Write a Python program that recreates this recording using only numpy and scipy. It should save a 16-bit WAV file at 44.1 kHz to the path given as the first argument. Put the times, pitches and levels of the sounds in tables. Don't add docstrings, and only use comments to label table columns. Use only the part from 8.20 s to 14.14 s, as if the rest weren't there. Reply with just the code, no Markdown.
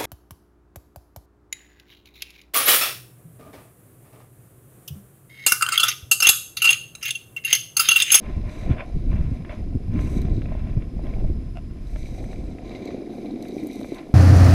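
import sys
import numpy as np
from scipy import signal
from scipy.fft import rfft, irfft
from scipy.io import wavfile

SR = 44100
rng = np.random.default_rng(int(sys.argv[2]) if len(sys.argv) > 2 else 0)


def transcribe(signal):
    frames = np.atleast_2d(signal).T
    limited = np.clip(frames, -1, 1)
    pcm = np.round(limited * 32767).astype(np.int16)
    wavfile.write(sys.argv[1], SR, pcm)


N = 261954


def from_db(db):
    return 10 ** (np.asarray(db) / 20)


def rms_one(x):
    return x / np.sqrt(np.mean(x ** 2) + 1e-20)


def in_time(rows):
    times, *columns = np.transpose(rows)
    return [np.interp(np.arange(N) / SR, times, column) for column in columns]


def drift(rate):
    step, settle = 40, 2000
    r = np.exp(-2 * np.pi * rate * step / SR)
    slow = signal.lfilter([1], [1, -2 * r, r * r], rng.standard_normal(N // step + settle + 2))[settle:]
    return np.interp(np.arange(N) / step, np.arange(len(slow)), rms_one(slow))


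def shaped_noise(spectrum):
    hz, db = np.transpose(spectrum)
    grid = np.maximum(np.arange(N // 2 + 1) * SR / N, 1)
    gain = from_db(np.interp(np.log(grid), np.log(hz), db, left=-80, right=-80))
    return rms_one(irfft(rfft(rng.standard_normal(N)) * gain, N))


def resonate(x, modes):
    out = 0
    for k, (hz, width, db) in enumerate(modes):
        r = np.exp(-np.pi * width / SR)
        b = [(1 - r * r) / 2, 0, (r * r - 1) / 2]
        a = [1, -2 * r * np.cos(2 * np.pi * hz / SR), r * r]
        out = out + (-1) ** k * from_db(db) * signal.lfilter(b, a, x + 1e-18)
    return out


def grains(per_s, spread_db):
    sizes = from_db(spread_db * np.minimum(rng.exponential(1, N), 5)) * rng.choice([-1, 1], N)
    born = rng.random(N) < per_s * from_db(3.0 * drift(25)) / SR
    return rms_one(sizes * born)


def struck(times, peaks_db, modes, decay_s, puff):
    favour_db = rng.normal(0, 1.48, (len(times), len(modes)))
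    noise, out = rng.standard_normal(N), 0
    for k, mode in enumerate(modes):
        clicks = np.zeros(N)
        clicks[(np.asarray(times) * SR).astype(int)] = from_db(peaks_db + favour_db[:, k])
        puffs = signal.lfilter([1], [1, -np.exp(-1 / (decay_s * SR))], clicks + 1e-18) * noise
        out = out + (-1) ** k * resonate(clicks + puff * puffs, [mode])
    click_peak = np.abs(resonate(signal.unit_impulse(SR // 10), modes)).max()
    return out / click_peak


def soften(x, cut_hz):
    return signal.sosfilt(signal.butter(4, cut_hz, fs=SR, output="sos"), x)


def strokes(starts, holds, levels_db, fades_db_per_s, rise_db_per_s, bed_db):
    t, power = np.arange(0, N + 32, 32) / SR, from_db(2 * bed_db)
    for start, hold, db, fade in zip(starts, holds, levels_db, fades_db_per_s):
        loss_db = rise_db_per_s * np.maximum(start - t, 0) + fade * np.maximum(t - start - hold, 0)
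        power = power + from_db(2 * (db - loss_db))
    return from_db(np.interp(np.arange(N) / SR, t, 10 * np.log10(power)))


# f/Hz, relative level/dB
BUFFET_SPECTRUM = [(8.8, -61), (15, 4), (44, 3), (200, -12.5), (260, -14.5), (440, -120)]
RUMBLE_SPECTRUM = [(70, -11), (110, 3.5), (170, -2), (230, -18), (320, -36)]
FLUTTER_SPECTRUM = [(150, -26.5), (200, -1.5), (270, 1.5), (340, 0), (520, -17), (680, -43)]
# t/s, buffet level/dB, flutter level/dB
WIND_LEVELS = [(0.0, -50, -38), (0.08, -27, -46.5), (0.28, -29.5, -47), (0.36, -35, -40.5),
               (0.5, -20.5, -35), (0.64, -38, -42), (0.78, -25, -43.5), (1.0, -18.5, -38.5),
               (1.28, -34.5, -43.5), (1.4, -26, -41), (1.62, -28.5, -43), (1.82, -19, -32.5),
               (2.13, -21.5, -33), (2.4, -23, -42.5), (2.75, -28, -40), (3.14, -24.5, -37),
               (3.23, -29, -45), (3.75, -33, -45.5), (4.1, -28, -37), (4.3, -33.5, -39.5),
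               (4.83, -45.5, -33.5), (5.5, -51, -32.5), (5.94, -46, -38.5)]


def turbulence(swell_rise_s=0.02, swell_fall_s=0.035):
    t = np.arange(N) / SR
    buffet_db, flutter_db = in_time(WIND_LEVELS)
    for time, _, buffet_swell_db, flutter_swell_db in EDDY_IMPACTS:
        swell = np.interp(t, [time - swell_rise_s, time, time + swell_fall_s], [0, 1, 0])
        buffet_db += buffet_swell_db * swell
        flutter_db += flutter_swell_db * swell
    rumble_db = (buffet_db + flutter_db) / 2 - 8.5
    lumps, bumps, flicker = drift(3.3), drift(12.4), drift(50.0)
    buffet = rms_one(shaped_noise(BUFFET_SPECTRUM) * from_db(0.56 * lumps + 1.52 * bumps))
    flutter = rms_one(shaped_noise(FLUTTER_SPECTRUM) * from_db(2.6 * flicker + 0.89 * bumps))
    rumble = rms_one(shaped_noise(RUMBLE_SPECTRUM) * from_db(0.94 * lumps + 1.2 * bumps + 2.6 * flicker))
    return from_db(buffet_db) * buffet + from_db(rumble_db) * rumble + from_db(flutter_db) * flutter


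# f/Hz, bandwidth/Hz, gain per pass/dB
RUSH_MODES = [(491, 170, -0.5), (724.5, 92, 2), (786.7, 75, -1.5)]
# t/s, level/dB
RUSH_LEVELS = [(0.0, -49), (0.35, -56), (0.51, -43), (0.76, -52.5), (1.62, -55), (1.98, -47.5),
               (2.71, -53.5), (2.98, -46.5), (3.37, -62.5), (3.67, -58), (3.99, -46), (4.37, -49),
               (4.6, -43.5), (5.94, -47)]


def edge_rush():
    (level_db,) = in_time(RUSH_LEVELS)
    bands = resonate(resonate(rng.standard_normal(N), RUSH_MODES), RUSH_MODES)
    return from_db(level_db) * rms_one(bands * from_db(1.3 * drift(50.0) + 3.55 * drift(143)))


# f/Hz, relative level/dB
HISS_SPECTRUM = [(530, -45), (900, 1), (2360, -3.5), (4260, -6.5), (5080, -7.5), (5710, -10),
                 (7400, -14), (10300, -19), (15000, -29)]
# f/Hz, bandwidth/Hz, level/dB
WHISTLE_BANDS = [(5064, 280, -71.5), (10010, 320, -77.5)]


def electronics(hiss_db=-63.5, whine_hz=12647, whine_db=-89.5):
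    out = from_db(hiss_db) * shaped_noise(HISS_SPECTRUM)
    out += from_db(whine_db) * np.sin(2 * np.pi * whine_hz * np.arange(N) / SR)
    for hz, width, db in WHISTLE_BANDS:
        mode = [(hz, width, 0)]
        out += from_db(db) * rms_one(resonate(resonate(rng.standard_normal(N), mode), mode))
    return out


MOUNT_CUT_HZ = 2900
# f/Hz, bandwidth/Hz, gain/dB
MOUNT_MODES = [(619.6, 51.4, 7.5), (1032, 42, 5), (1285, 2040, -9.5), (2400, 253, -2.5), (2697, 100, -7),
               (3553, 70, -4.5), (1300, 51, -18.5)]
# t/s, hold/s, level before the low-pass/dB, fade/(dB/s)
CLOTH_STROKES = [(0.047, 0.032, -44.5, 83), (0.253, 0.21, -46.5, 200), (0.515, 0.011, -35.5, 502),
                 (0.596, 0.011, -35.5, 347), (0.922, 0.02, -44.5, 53), (1.312, 0.0072, -39, 205),
                 (1.731, 0.21, -47.5, 46), (2.02, .01, -49.5, 94), (2.289, 0.19, -48.5, 64),
                 (2.848, 0.053, -48.5, 57), (4.456, 0.18, -53.5, 26), (5.771, 0.024, -44.5, 250)]


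def cloth_scuffs():
    envelope = strokes(*np.transpose(CLOTH_STROKES), rise_db_per_s=344, bed_db=-59.5)
    friction = rms_one(resonate(grains(per_s=2500, spread_db=1.0), MOUNT_MODES))
    return soften(envelope * friction, MOUNT_CUT_HZ)


# f/Hz, bandwidth/Hz, gain/dB
CASE_MODES = [(2054, 140, 8.5), (2322, 128, 12), (3906, 257, 7), (4760, 130, -1), (6020, 510, -3.5),
              (8130, 270, -3.5), (9700, 3100, -15), (11600, 5700, -18), (14000, 700, -22)]
# t/s, hold/s, swish level/dB, rasp level/dB, tip level/dB, fade/(dB/s)
LEG_SWEEPS = [(0.058, 0.045, -57.5, -84, -83, 66), (0.318, 0.12, -52.5, -64, -69.5, 142),
              (0.488, 0.045, -56, -80, -87, 400), (0.67, 0.15, -62, -86, -107, 82),
              (0.922, 0.25, -63, -75, -80, 300), (1.322, 0.034, -57.5, -84, -78, 140),
              (1.819, 0.16, -52, -59, -63.5, 200), (2.04, 0.13, -60, -72.5, -86, 71),
              (2.342, 0.19, -68, -94, -94, 62), (2.84, 0.13, -62.5, -84, -76, 41),
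              (3.683, 0.24, -62.5, -64.5, -69, 40), (3.793, 0.31, -56.5, -65.5, -74.5, 35),
              (4.468, 0.26, -53, -82, -78, 64), (4.935, 0.11, -56, -72, -71.5, 42),
              (5.248, 0.14, -56.5, -65, -66.5, 14), (5.503, 0.258, -53.5, -64, -65.5, 298)]


def grass_swish():
    low, middle, high = CASE_MODES[:5], CASE_MODES[4:6], CASE_MODES[6:]
    brushing = resonate(grains(per_s=7000, spread_db=0), low)
    crackle = sum(from_db(0.5 * drift(32)) * resonate(grains(per_s=240, spread_db=5.5), [mode])
                  for mode in low)
    tufts = from_db(1.15 * drift(16))
    swish = rms_one(tufts * (brushing + from_db(-4) * crackle))
    fine, sparse = grains(per_s=22000, spread_db=3.5), grains(per_s=180, spread_db=3.5)
    rasp = rms_one(resonate(fine, middle))
    tips = rms_one(resonate(fine + from_db(-10) * sparse, high))
    start, hold, swish_db, rasp_db, tips_db, fade = np.transpose(LEG_SWEEPS)
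    return (swish * strokes(start, hold, swish_db, fade, rise_db_per_s=143, bed_db=-77.5)
            + rasp * strokes(start, hold, rasp_db, fade, rise_db_per_s=224, bed_db=-87)
            + tips * strokes(start, hold, tips_db, fade, rise_db_per_s=224, bed_db=-80.5))


# f/Hz, bandwidth/Hz, gain/dB
DIAPHRAGM_MODES = [(77, 85, 3.5), (200, 213, -1.5)]
# t/s, drive level/dB, buffet swell/dB, flutter swell/dB
EDDY_IMPACTS = [(0.092, -35, 3, 14.5), (0.175, -46, 7.5, 14), (0.275, -38, 10, 9.5), (0.506, -17, 10, 6),
                (0.756, -25, 12.5, 10.5), (0.938, -18, 3, 9), (1.114, -18.5, 2, -11), (1.201, -22, 5.5, -4),
                (1.553, -19, 15, 16.5), (1.679, -26.5, 5.5, -22), (1.781, -14, 2.5, 5),
                (1.964, -13.5, -1, 9), (2.048, -14, -5, -6), (2.177, -12, -3, -6),
                (2.571, -13.5, 9.5, 13.5), (2.774, -29.5, 3, -7), (2.893, -34, 5.5, 5), (3.038, -43, 8, 4),
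                (3.13, -22.5, 4, -15), (3.742, -50, 8.5, -5)]


def eddy_thumps():
    times, drive_db, _, _ = np.transpose(EDDY_IMPACTS)
    return soften(struck(times, drive_db, DIAPHRAGM_MODES, decay_s=0.0071, puff=0.066), cut_hz=345)


# t/s, clack drive level/dB, thud drive level/dB
GEAR_IMPACTS = [(0.583, -30.5, -38), (0.6056, -19.5, -30), (0.621, -38, -29.5), (0.9294, -38, -32.5),
                (1.2485, -31.5, -45), (1.2941, -26, -33), (1.329, -43, -30), (1.7914, -29.5, -33),
                (2.0513, -33, -46), (2.2188, -32.5, -41), (2.2564, -32.5, -33.5), (2.319, -45, -26),
                (2.3504, -62, -31.5), (2.6216, -34, -42), (2.7924, -59, -32), (2.8676, -31.5, -36),
                (2.9376, -36, -35), (3.0422, -60, -31.5), (3.7595, -32.5, -31.5), (4.0412, -35.5, -37),
                (4.13, -34.5, -37), (4.385, -33.5, -44), (4.5084, -54, -33.5), (4.7058, -34, -29.5),
                (4.9373, -56, -35), (5.2528, -33, -54), (5.613, -67, -29.5), (5.6449, -32.5, -28.5),
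                (5.7263, -38, -39)]


def gear_knocks():
    times, clack_db, thud_db = np.transpose(GEAR_IMPACTS)
    thuds = soften(struck(times, thud_db, MOUNT_MODES[:1], decay_s=0.005, puff=0.034), cut_hz=1230)
    clacks = struck(times, clack_db, MOUNT_MODES[2:], decay_s=0.0044, puff=0.11)
    return soften(thuds + clacks, MOUNT_CUT_HZ)


# t/s, body level/dB, bright edge level/dB
TIP_FRACTURES = [(2.017, -43, -46), (4.655, -44, -50), (5.225, -40, -42), (5.284, -45, -45),
                 (5.436, -58, -48), (5.47, -48.5, -37), (5.531, -44, -46), (5.556, -44, -45),
                 (5.612, -49, -44), (5.746, -44, -47)]


def tip_snaps():
    times, body_db, edge_db = np.transpose(TIP_FRACTURES)
    body = struck(times, body_db, CASE_MODES[2:6], decay_s=0.0026, puff=0.24)
    edge = struck(times, edge_db, CASE_MODES[7:], decay_s=0.004, puff=0.32)
    return body + edge


# t/s, hold/s, level/dB, fade/(dB/s)
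STEM_DRAGS = [(2.144, 0.11, -64.5, 150)]


def stem_scrape():
    envelope = strokes(*np.transpose(STEM_DRAGS), rise_db_per_s=143, bed_db=-87)
    return envelope * rms_one(resonate(grains(per_s=22000, spread_db=3.5), CASE_MODES[2:3]))


# f/Hz, bandwidth/Hz, gain/dB
STRAP_MODES = [(650, 66, 8), (1300, 640, -10.5), (2640, 200, -4)]


def strap_squeak(start_s=3.35, length_s=0.044, ramp_s=0.0052, slip_hz=710, jitter=0.063, level_db=-44):
    cycles = np.cumsum(slip_hz * (1 + jitter * drift(160)) / SR)
    slips = np.diff(np.floor(cycles), prepend=0) * from_db(4.5 * rng.standard_normal(N))
    corners_s = start_s + np.array([0, ramp_s, length_s - ramp_s, length_s])
    envelope = from_db(level_db) * np.interp(np.arange(N) / SR, corners_s, [0, 1, 1, 0])
    return envelope * rms_one(resonate(slips, STRAP_MODES))


# t/s, level/dB
STALK_FRACTURES = [(4.515, -46), (4.5502, -39.5), (4.619, -47.5), (4.674, -42), (5.058, -44.5),
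                   (5.1287, -55), (5.1581, -51), (5.3797, -45), (5.402, -46), (5.7183, -51),
                   (5.7832, -42.5)]


def stalk_crunches():
    return struck(*np.transpose(STALK_FRACTURES), CASE_MODES[:3], decay_s=0.011, puff=0.15)


# f/Hz, bandwidth/Hz, gain/dB
PORT_MODES = [(305, 180, 13), (600, 470, -5)]
# t/s, drive level/dB
EDDY_PULSES = [(4.658, -23.5), (4.689, -21), (4.745, -22), (5.293, -28), (5.366, -23), (5.72, -18)]


def eddy_pops():
    return soften(struck(*np.transpose(EDDY_PULSES), PORT_MODES, decay_s=0.0037, puff=0.15), cut_hz=587)


def scene():
    wind = turbulence() + edge_rush() + eddy_thumps() + eddy_pops()
    clothing = cloth_scuffs() + gear_knocks() + strap_squeak()
    grass = grass_swish() + tip_snaps() + stem_scrape() + stalk_crunches()
    return (wind + electronics() + clothing + grass)[None]


def record(dry):
    cutoff_hz = 15250
    return signal.sosfilt(signal.ellip(10, .5, 70, cutoff_hz, fs=SR, output="sos"), dry)


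dry = scene()
out = record(dry)
transcribe(out)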